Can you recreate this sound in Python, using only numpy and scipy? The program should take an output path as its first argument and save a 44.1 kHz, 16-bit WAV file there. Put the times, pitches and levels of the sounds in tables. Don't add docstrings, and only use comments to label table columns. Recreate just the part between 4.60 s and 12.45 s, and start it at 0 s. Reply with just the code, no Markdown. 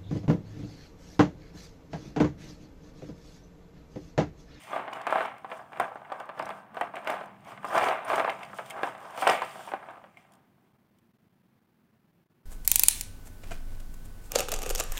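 import sys
import numpy as np
from scipy import signal
from scipy.fft import rfft, irfft, next_fast_len
from scipy.io import wavfile
from scipy.ndimage import uniform_filter1d

SR = 44100
rng = np.random.default_rng(int(sys.argv[2]) if len(sys.argv) > 2 else 0)


def digitize_waveform(pressure):
    field = np.atleast_2d(pressure).T
    bounded = np.clip(field, -1, 1)
    quanta = np.round(bounded * 32767).astype(np.int16)
    wavfile.write(sys.argv[1], SR, quanta)


N = 346405

# start in seconds, level in dB, gain of the modes above 1.8 kHz in dB.
BEAD_KNOCKS = [(0.106, -32, -26), (0.131, -20, -27), (0.162, -19, -25), (0.195, -25, -23), (0.279, -26, -7),
               (0.329, -27.5, -9), (0.368, -25.5, -21), (0.409, -30, -10), (0.468, -14.5, -17.5),
               (0.497, -24.5, -18), (0.525, -11, -17.5), (0.557, -14.5, -21.5), (0.583, -19, -19),
               (0.607, -15.5, -32), (0.653, -23.5, -7), (0.846, -29, -12), (0.9, -33, -9),
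               (0.916, -20, -13.5), (0.993, -31, -29), (1.12, -35, -21), (1.132, -32.5, -9),
               (1.159, -34, -8), (1.172, -31.5, -6), (1.198, -11, -10), (1.219, -25, -16),
               (1.243, -25, -30), (1.28, -31, -30), (1.316, -30.5, -29), (1.357, -27.5, -33),
               (1.417, -37, -18), (1.449, -39, -4), (1.501, -33, -25), (1.519, -23, -21), (1.6, -23.5, -18),
               (1.692, -27.5, -12), (1.777, -23.5, -27), (1.795, -17, -23), (1.824, -26.5, -18),
               (1.866, -25.5, -18), (1.892, -27, -20), (1.904, -25, -6), (2.145, -31, -18),
               (2.169, -21.5, -15), (2.211, -13.5, -10.5), (2.267, -29.5, -15), (2.338, -27.5, -21),
               (2.355, -31, -4), (2.367, -22, -11.5), (2.445, -47, -6), (2.473, -16, -8.5),
               (2.498, -17, -7.5), (2.516, -25, -14), (2.535, -33, -23), (2.611, -28.5, -16),
               (2.871, -32, -14), (2.919, -31, -19), (2.976, -35.5, -4), (3.031, -34, -14),
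               (3.045, -20, -15), (3.092, -34, -31), (3.119, -43, -15), (3.148, -13, -25),
               (3.163, -13, -12), (3.177, -11, -12), (3.218, -21, -14), (3.231, -18, -19),
               (3.269, -14.5, -14), (3.286, -16, -6), (3.308, -16, -10), (3.323, -26, -23),
               (3.39, -31, -21.5), (3.457, -44, -22.5), (3.482, -31, -5), (3.501, -14.5, -14),
               (3.518, -19, -10), (3.531, -14.5, -17), (3.58, -12.5, -20), (3.597, -13.5, -11),
               (3.646, -15, -14), (3.677, -15, -23), (3.696, -22, 1), (3.808, -34, -10), (3.831, -36.5, 3),
               (3.9, -37, -12), (3.932, -31, -19), (3.986, -18.5, -12.5), (4.105, -41, 12.5),
               (4.233, -13, -12.5), (4.273, -24, -30), (4.35, -30.5, -4), (4.447, -30.5, -19.5),
               (4.548, -33, -12), (4.576, -20.5, -13), (4.622, -10.5, -18.5), (4.65, -21.5, -18),
               (4.669, -11.5, -1), (4.673, -10, -9.5), (4.691, -9, -13), (4.695, -16, -6),
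               (4.729, -20.5, -11.5), (4.819, -15, -19), (4.957, -32.5, -22), (4.993, -34, -18),
               (5.006, -35, -24), (5.075, -30, -16), (5.087, -37, -8), (5.118, -24, -17), (5.137, -21, -36),
               (5.227, -34.5, -14), (5.249, -46, -12), (5.286, -31, -10), (5.299, -35, -11),
               (5.37, -40.5, -14), (5.441, -36.5, -9), (5.571, -44, 4.5), (5.649, -49, -7),
               (5.979, -57.5, -23)]
# frequency in Hz, relative level in dB, T60 in seconds.
BOARD_MODES = [(200, -20.5, .05), (310, -35, 0.032), (396, -1.5, 0.063), (514.3, -13, 0.088),
               (643, -2, 0.081), (706, -4.5, 0.061), (784, 2.5, 0.043), (901, -5, 0.061), (1041, 2.5, 0.03),
               (1193, -1, 0.042), (1329, -9.5, 0.088), (1493, -11, 0.071), (1614, 3, 0.013),
               (1897, -0.5, 0.043), (2130, 5, 0.022), (2356, 8.5, 0.011), (2693, -10, 0.066),
               (2810, 0.5, 0.016), (3064, -10.5, 0.048), (3400, -1, 0.0083), (3870, -15.5, 0.021)]
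def board(rattling, bright_share, bump_gap_s=.003):
    start, knock_db, high_db = np.transpose(BEAD_KNOCKS)
    gaps = bump_gap_s * rng.random((len(start), 3))
    delays = np.cumsum(np.c_[0 * start, gaps], axis=1)
    bumps = np.round((start[:, None] + delays) * SR).astype(int)
    coupling = 0.16 + 0.49 * rng.normal(0, 1, (len(start), 4, len(BOARD_MODES)))
    rattle, spot = contacts(per_s=2300, spread_db=2.0), rng.standard_normal(N)
    rolled, knocked = np.zeros(N), np.zeros(N)
    for k, (hz, mode_db, t60) in enumerate(BOARD_MODES):
        share_db = -22.5 if hz < 450 else high_db if hz > 1800 else 0
        rattle_share = from_db(-13) if hz < 450 else bright_share if hz > 1800 else 1
        strength = from_db(knock_db + share_db + mode_db - 5.5)
        impulses = np.zeros(N)
        impulses[bumps] = coupling[..., k] * strength[:, None] * [0.82, -0.29, 0.3, -.35]
        knocked += ring(impulses, hz, t60)
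        taps = rattle * np.roll(spot, 997 * k) * from_db(mode_db) * rattle_share
        rolled += ring(taps, hz, 0.79 * t60)
    running_rms = np.sqrt(uniform_filter1d(rolled ** 2, size=1500))
    vibration = knocked + rattling * rolled / running_rms
    soft_contact = signal.butter(4, 4300, fs=SR, output="sos")
    radiation = signal.butter(4, 260, "high", fs=SR, output="sos")
    return signal.sosfilt(np.r_[soft_contact, radiation], vibration)


def settling(t60=0.18):
    start, knock_db, _ = np.transpose(BEAD_KNOCKS)
    jolts = np.zeros(N)
    jolts[np.round(start * SR).astype(int)] = from_db(knock_db - 17)
    return signal.lfilter([1], [1, -from_db(-60 / (t60 * SR))], jolts)


# start and length in seconds,
# then levels in dB of the rattle, the rustle and the rattle above 1.8 kHz.
HAND_PULLS = [(.0, 0.16, -57.5, -59, -53), (0.138, 0.029, -37, -64, -46), (0.246, 0.14, -44, -88, -64),
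              (0.35, 0.016, -45, -62, -51), (0.509, 0.12, -35, -57, -42), (0.914, 0.065, -46, -64, -62),
              (1.13, 0.032, -57, -72, -67), (1.211, 0.02, -43, -59.5, -70), (1.533, 0.079, -46.5, -71, -67),
              (1.777, 0.2, -48, -66.5, -63), (2.171, 0.074, -46.5, -65, -63), (2.364, 0.025, -52, -64, -65),
              (2.494, 0.034, -34.5, -55, -45), (2.604, 0.029, -46, -67.5, -63),
              (2.886, 0.02, -47.5, -59.5, -53.5), (3.069, 0.056, -68, -55.5, -68),
              (3.148, 0.031, -28, -46, -48), (3.227, 0.061, -28.5, -47.5, -36), (3.5, 0.09, -31, -50, -42),
              (3.66, 0.072, -43.5, -62, -51), (3.814, 0.025, -47.5, -65, -54),
              (3.966, 0.019, -60, -56.5, -68), (4.063, 0.038, -55, -58, -57),
              (4.168, 0.02, -37.5, -65, -53), (4.243, 0.028, -45.5, -54.5, -53),
              (4.416, 0.2, -49, -63, -68), (4.609, 0.013, -45.5, -43, -51),
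              (4.688, 0.036, -29.5, -42, -32.5), (4.827, 0.26, -51, -56, -73), (5.12, .03, -58, -71, -66),
              (5.2, 0.16, -51, -78.5, -66), (5.58, 0.039, -67, -74, -66.5), (5.713, .03, -62.5, -80, -83),
              (6.05, .05, -77, -90.5, -83)]
# time in seconds, then the same three levels in dB.
HAND_UNREST = [(0, -75, -73, -70), (1.1, -71, -76, -85), (1.6, -48.5, -76, -65), (2.1, -62.5, -90, -74),
               (3.0, -71, -74, -72.5), (3.9, -54.5, -65.5, -70), (4.5, -49.5, -73.5, -62),
               (5.3, -62, -73.5, -68.5), (5.8, -74.5, -89, -82), (6.3, -81.5, -94.5, -99.5)]
def pulling(layer, rise_db_per_s=204, fall_db_per_s=110):
    t = np.arange(0, N, 32) / SR
    power = from_db(2 * level_curves(HAND_UNREST)[layer][::32])
    for start, length, *levels_db in HAND_PULLS:
        rise_db = rise_db_per_s * np.maximum(start - t, 0)
        fall_db = fall_db_per_s * np.maximum(t - start - length, 0)
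        power += from_db(2 * (levels_db[layer] - rise_db - fall_db))
    return np.interp(np.arange(N) / SR, t, np.sqrt(power))


# frequency in Hz, relative spectral density in dB.
RUSTLE_SPECTRUM = [(1880, -10), (3200, 3), (3400, -0.5), (4070, -11), (5110, -7.5), (5570, -10.5),
                   (6280, -9.5), (6900, -10.5), (7430, -6.5), (7890, -10.5), (8660, -3), (10400, -13.5),
                   (11600, -16.5), (15100, -11), (15800, -24.5)]
def rustle(ring_cycles=90):
    glints, link_struck = contacts(per_s=810, spread_db=4.5), rng.integers(0, 18, N)
    links = 0
    for k, hz in enumerate(np.geomspace(4400, 14500, num=18)):
        level_db = np.interp(hz, *np.transpose(RUSTLE_SPECTRUM))
        links += from_db(level_db) * ring(glints * (link_struck == k), hz, ring_cycles / hz)
    return unit_rms(shaped_noise(RUSTLE_SPECTRUM) + from_db(-8.5) * unit_rms(links))


# start in seconds, level in dB, clink frequency in Hz,
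# relative clink level in dB, treble tilt about 8 kHz in dB.
EDGE_TICKS = [(0.0179, -51, 8700, -11, 3), (0.0355, -42.5, 4530, -3, 0), (0.316, -53, 4700, -1, -2),
              (0.3325, -36.5, 4500, -11, -4), (0.4145, -40.5, 4470, -2, -6), (0.4678, -33, 4800, -17, -5),
              (0.5063, -38, 4590, -8, -4), (0.5252, -40, 4340, -1, -2), (0.5624, -47, 5210, -3, 1),
              (0.6572, -43.5, 8510, -1, 3), (0.7811, -52, 7280, -11, 4), (0.9014, -54, 4350, -7, 3),
              (0.9742, -52, 8590, -2, 1), (1.1223, -57, 7000, -5, 2.5), (1.1737, -53, 4600, -5, 3),
              (1.1985, -31, 8470, -15, 6), (1.3465, -59, 8710, -5, 6), (1.3553, -60, 5750, -7, 5),
              (1.5212, -43.5, 4560, 2, -9), (1.5999, -40.5, 4670, -7, -3), (1.6556, -55, 8000, -5, 3),
              (1.6901, -54.5, 4600, -2, 1), (1.7923, -40, 4870, 4, 2), (1.8248, -42.5, 5200, 3, -1),
              (1.8552, -40.5, 5800, 3, 4), (1.8896, -41, 5100, -4, 1), (1.9044, -48, 8400, -5, 3),
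              (2.145, -53, 8600, -13, 6), (2.17, -53, 9010, -5, 3), (2.2099, -35.5, 8300, -4, 1),
              (2.356, -40, 9020, -9, -2), (2.4457, -48, 8510, -7, 3), (2.4743, -32.5, 4800, -1, -1),
              (2.5003, -30, 5160, -17, 1), (2.5411, -47, 9000, -1, 3), (2.6584, -50, 8820, -11, 1),
              (2.8055, -63, 6540, 2, 1), (2.8475, -52, 6500, -1, 0), (3.029, -54, 4830, -7, 1),
              (3.049, -41, 8200, -2, 2), (3.0844, -44, 8900, -4.5, 5), (3.1552, -35, 4730, -1, -10),
              (3.1794, -24.5, 4740, -16, -5), (3.2296, -34, 4750, 1, -1), (3.2414, -32, 4740, 0, 1),
              (3.2868, -34, 4650, 4, 0), (3.4487, -44, 9160, -5, 6), (3.4815, -39, 4800, -3, 3),
              (3.4944, -39.5, 4990, -5, 3), (3.5572, -29, 6700, -5, 3), (3.5964, -41, 4830, -5, 5),
              (3.7, -35, 4760, -2, -3), (3.7918, -49, 5660, -3, -1), (3.8327, -40.5, 5070, -1, -7),
              (3.85, -44.5, 4650, 1, -2), (3.9444, -50, 9460, -5, 3), (3.9759, -46, 9500, 5, 7),
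              (4.06, -42, 8700, -12, 3), (4.0996, -38, 9800, 1, 8), (4.1065, -36, 8100, 1, 8),
              (4.232, -41, 9400, -10, 6), (4.3784, -48.5, 8800, -5, 1), (4.4024, -53, 8580, -5, 6),
              (4.4283, -51, 9000, -9, 3), (4.5062, -50, 8400, -7, 8), (4.563, -45.5, 5150, -5, 3),
              (4.5754, -39.5, 5115, -3.5, 6), (4.6134, -32.5, 5190, -5.5, 0), (4.6743, -19.5, 8200, 0, -3),
              (4.6967, -19, 5040, -2, -8), (4.82, -35.5, 4250, 1, -2), (4.8484, -42, 8600, -5, 3),
              (5.0649, -47, 8740, 4, 6), (5.1372, -54, 4320, -5, 3), (5.3083, -55, 8960, -5, 3),
              (5.5712, -57, 9040, -5, 6), (5.7207, -56, 10400, 5, 6), (5.7354, -54, 8600, -1, 11),
              (5.7514, -58, 8600, -5, 9), (6.3854, -58.5, 8990, -4.5, 3.5)]
def ticks(burst_t60=0.021, clink_t60=0.0088):
    out, hiss = np.zeros(N), shaped_noise(RUSTLE_SPECTRUM)
    dull = signal.sosfilt(signal.butter(2, 8000, fs=SR, output="sos"), hiss)
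    t = np.arange(4000) / SR
    attack = 1 - np.exp(-t / .0007)
    for start, level_db, hz, clink_db, tilt_db in EDGE_TICKS:
        span = slice(round(start * SR), round(start * SR) + len(t))
        burst = from_db(-tilt_db / 2) * dull[span] + from_db(tilt_db / 2) * (hiss[span] - dull[span])
        clink = np.sin(2 * np.pi * hz * t) + 0.56 * np.sin(2 * np.pi * 0.67 * hz * t)
        out[span] += attack * burst * from_db(level_db - 3.5 - 60 * t / burst_t60)
        out[span] += attack * clink * from_db(level_db + clink_db - 60 * t / clink_t60)
    return out


# start in seconds, level in dB, frequency in Hz, T60 in seconds.
CAP_CLINKS = [(0.1263, -42.5, 3400, 0.099), (0.331, -36, 2940, 0.072), (3.448, -42.5, 9350, .06),
              (3.8317, -30, 2670, 0.017), (4.106, -38, 3220, 0.059), (4.6193, -33.5, 2660, 0.05),
              (5.5718, -66, 3240, 0.046)]
def clinks():
    out = np.zeros(N)
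    for start, level_db, hz, t60 in CAP_CLINKS:
        impulse = np.zeros(N)
        impulse[round(start * SR)] = from_db(level_db - 4.5)
        out += ring(impulse, hz, t60)
    return out


# time in seconds, rumble level in dB.
ARM_LEVELS = [(0.0, -64), (0.86, -64.5), (1.16, -66), (1.21, -52), (1.26, -65), (1.74, -70), (1.81, -54),
              (2.03, -64), (3.12, -58), (3.18, -48.5), (3.4, -67), (3.6, -56.5), (4.53, -65.5),
              (4.67, -59.5), (4.91, -62.5), (6.3, -78.5)]
# frequency in Hz, relative spectral density in dB.
RUMBLE_SPECTRUM = [(24, -32), (40, -24), (124, 9.5), (210, 7), (330, 0), (430, -23.5), (730, -120)]
def rumble(rattling):
    broadband = shaped_noise(RUMBLE_SPECTRUM)
    resonance = wavering_tone(rng.standard_normal(N), hz=197, width_hz=5, level_db=-4)
    shaking = np.hypot(from_db(level_curves(ARM_LEVELS)[0]), from_db(-30) * rattling)
    return shaking * (broadband + resonance)


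def room(x, t60=0.22, wall_cut_hz=4400):
    size = next_fast_len(N + SR)
    phase = -2j * np.pi * np.fft.rfftfreq(size)
    pole = np.exp(-2 * np.pi * wall_cut_hz / SR)
    wall = (1 - pole) / (1 - pole * np.exp(phase))
    tail = 0
    for k, lag in enumerate([311, 419, 523, 647, 761, 887, 1013, 1151, 1283, 1427]):
        loop = from_db(-60 * lag / SR / t60) * wall * np.exp(phase * lag)
        tail += (-1) ** k * loop / (1 - loop)
    return irfft(rfft(x, size) * tail, size)[:N]


# frequency in Hz, relative spectral density in dB.
AIR_SPECTRUM = [(13, -59.5), (22, -30), (59, -21.5), (92, -14.5), (112, -8.5), (199, -6.5), (248, -8.5),
                (269, -17), (345, -13), (507, -23), (787, -23.5), (855, -24), (1750, -28.5), (7940, -46.5),
                (15800, -38.5)]
# frequency in Hz, bandwidth in Hz, relative level in dB.
HUM_TONES = [(128, 14, -9), (146.3, 4.8, -32.5), (192, 4.1, 2), (250, 13, -4.5)]
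def hum():
    white = rng.standard_normal(N)
    tones = sum(wavering_tone(white, *tone) for tone in HUM_TONES)
    return from_db(-66.5) * (shaped_noise(AIR_SPECTRUM) + from_db(-16.5) * tones)


def wavering_tone(white, hz, width_hz, level_db):
    r = np.exp(-np.pi * width_hz / SR)
    poles = [1, -2 * r * np.cos(2 * np.pi * hz / SR), r * r]
    return from_db(level_db) * unit_rms(signal.lfilter([1, 0, -1], poles, white))


def ring(impulses, hz, t60):
    r, w = from_db(-60 / (t60 * SR)), 2 * np.pi * hz / SR
    return signal.lfilter([0, np.sin(w)], [1, -2 * r * np.cos(w), r * r], impulses + 1e-18)


def contacts(per_s, spread_db):
    sizes = from_db(spread_db * np.minimum(rng.exponential(1, N), 4))
    return unit_rms(sizes * (rng.random(N) < per_s / SR))


def shaped_noise(spectrum):
    bins_hz = np.maximum(np.fft.rfftfreq(N, 1 / SR), 1)
    hz, db = np.transpose(spectrum)
    shape = from_db(np.interp(np.log(bins_hz), np.log(hz), db, left=-80))
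    return unit_rms(irfft(rfft(rng.standard_normal(N)) * shape, N))


def level_curves(rows):
    times, *columns = np.transpose(rows)
    return [np.interp(np.arange(N) / SR, times, db, right=-140) for db in columns]


def from_db(db):
    return 10 ** (np.asarray(db) / 20)


def unit_rms(x):
    return x / np.sqrt(np.mean(x ** 2) + 1e-20)


def scene():
    jolted = settling()
    rattling = np.hypot(pulling(layer=0), jolted)
    rustling = pulling(layer=1, rise_db_per_s=349, fall_db_per_s=194)
    bright = np.hypot(pulling(layer=2), from_db(-12) * jolted)
    direct = board(rattling, bright / rattling) + rustling * rustle() + ticks() + clinks()
    return (direct + from_db(-18.5) * room(direct) + rumble(rattling) + hum())[None]


def record(dry, threshold_db=-68.5, cutoff_hz=16150):
    level_pole, gain_pole = np.exp(-1 / (.003 * SR)), np.exp(-1 / (.0015 * SR))
    power = signal.lfilter([1 - level_pole], [1, -level_pole], dry ** 2)
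    level_db = 10 * np.log10(power + 1e-14)
    gain_db = np.clip(4.0 * (level_db - threshold_db), -30, 0)
    expanded = dry * from_db(signal.lfilter([1 - gain_pole], [1, -gain_pole], gain_db))
    return signal.sosfilt(signal.cheby2(20, 60, cutoff_hz, fs=SR, output="sos"), expanded)


dry = scene()
out = record(dry)
digitize_waveform(out)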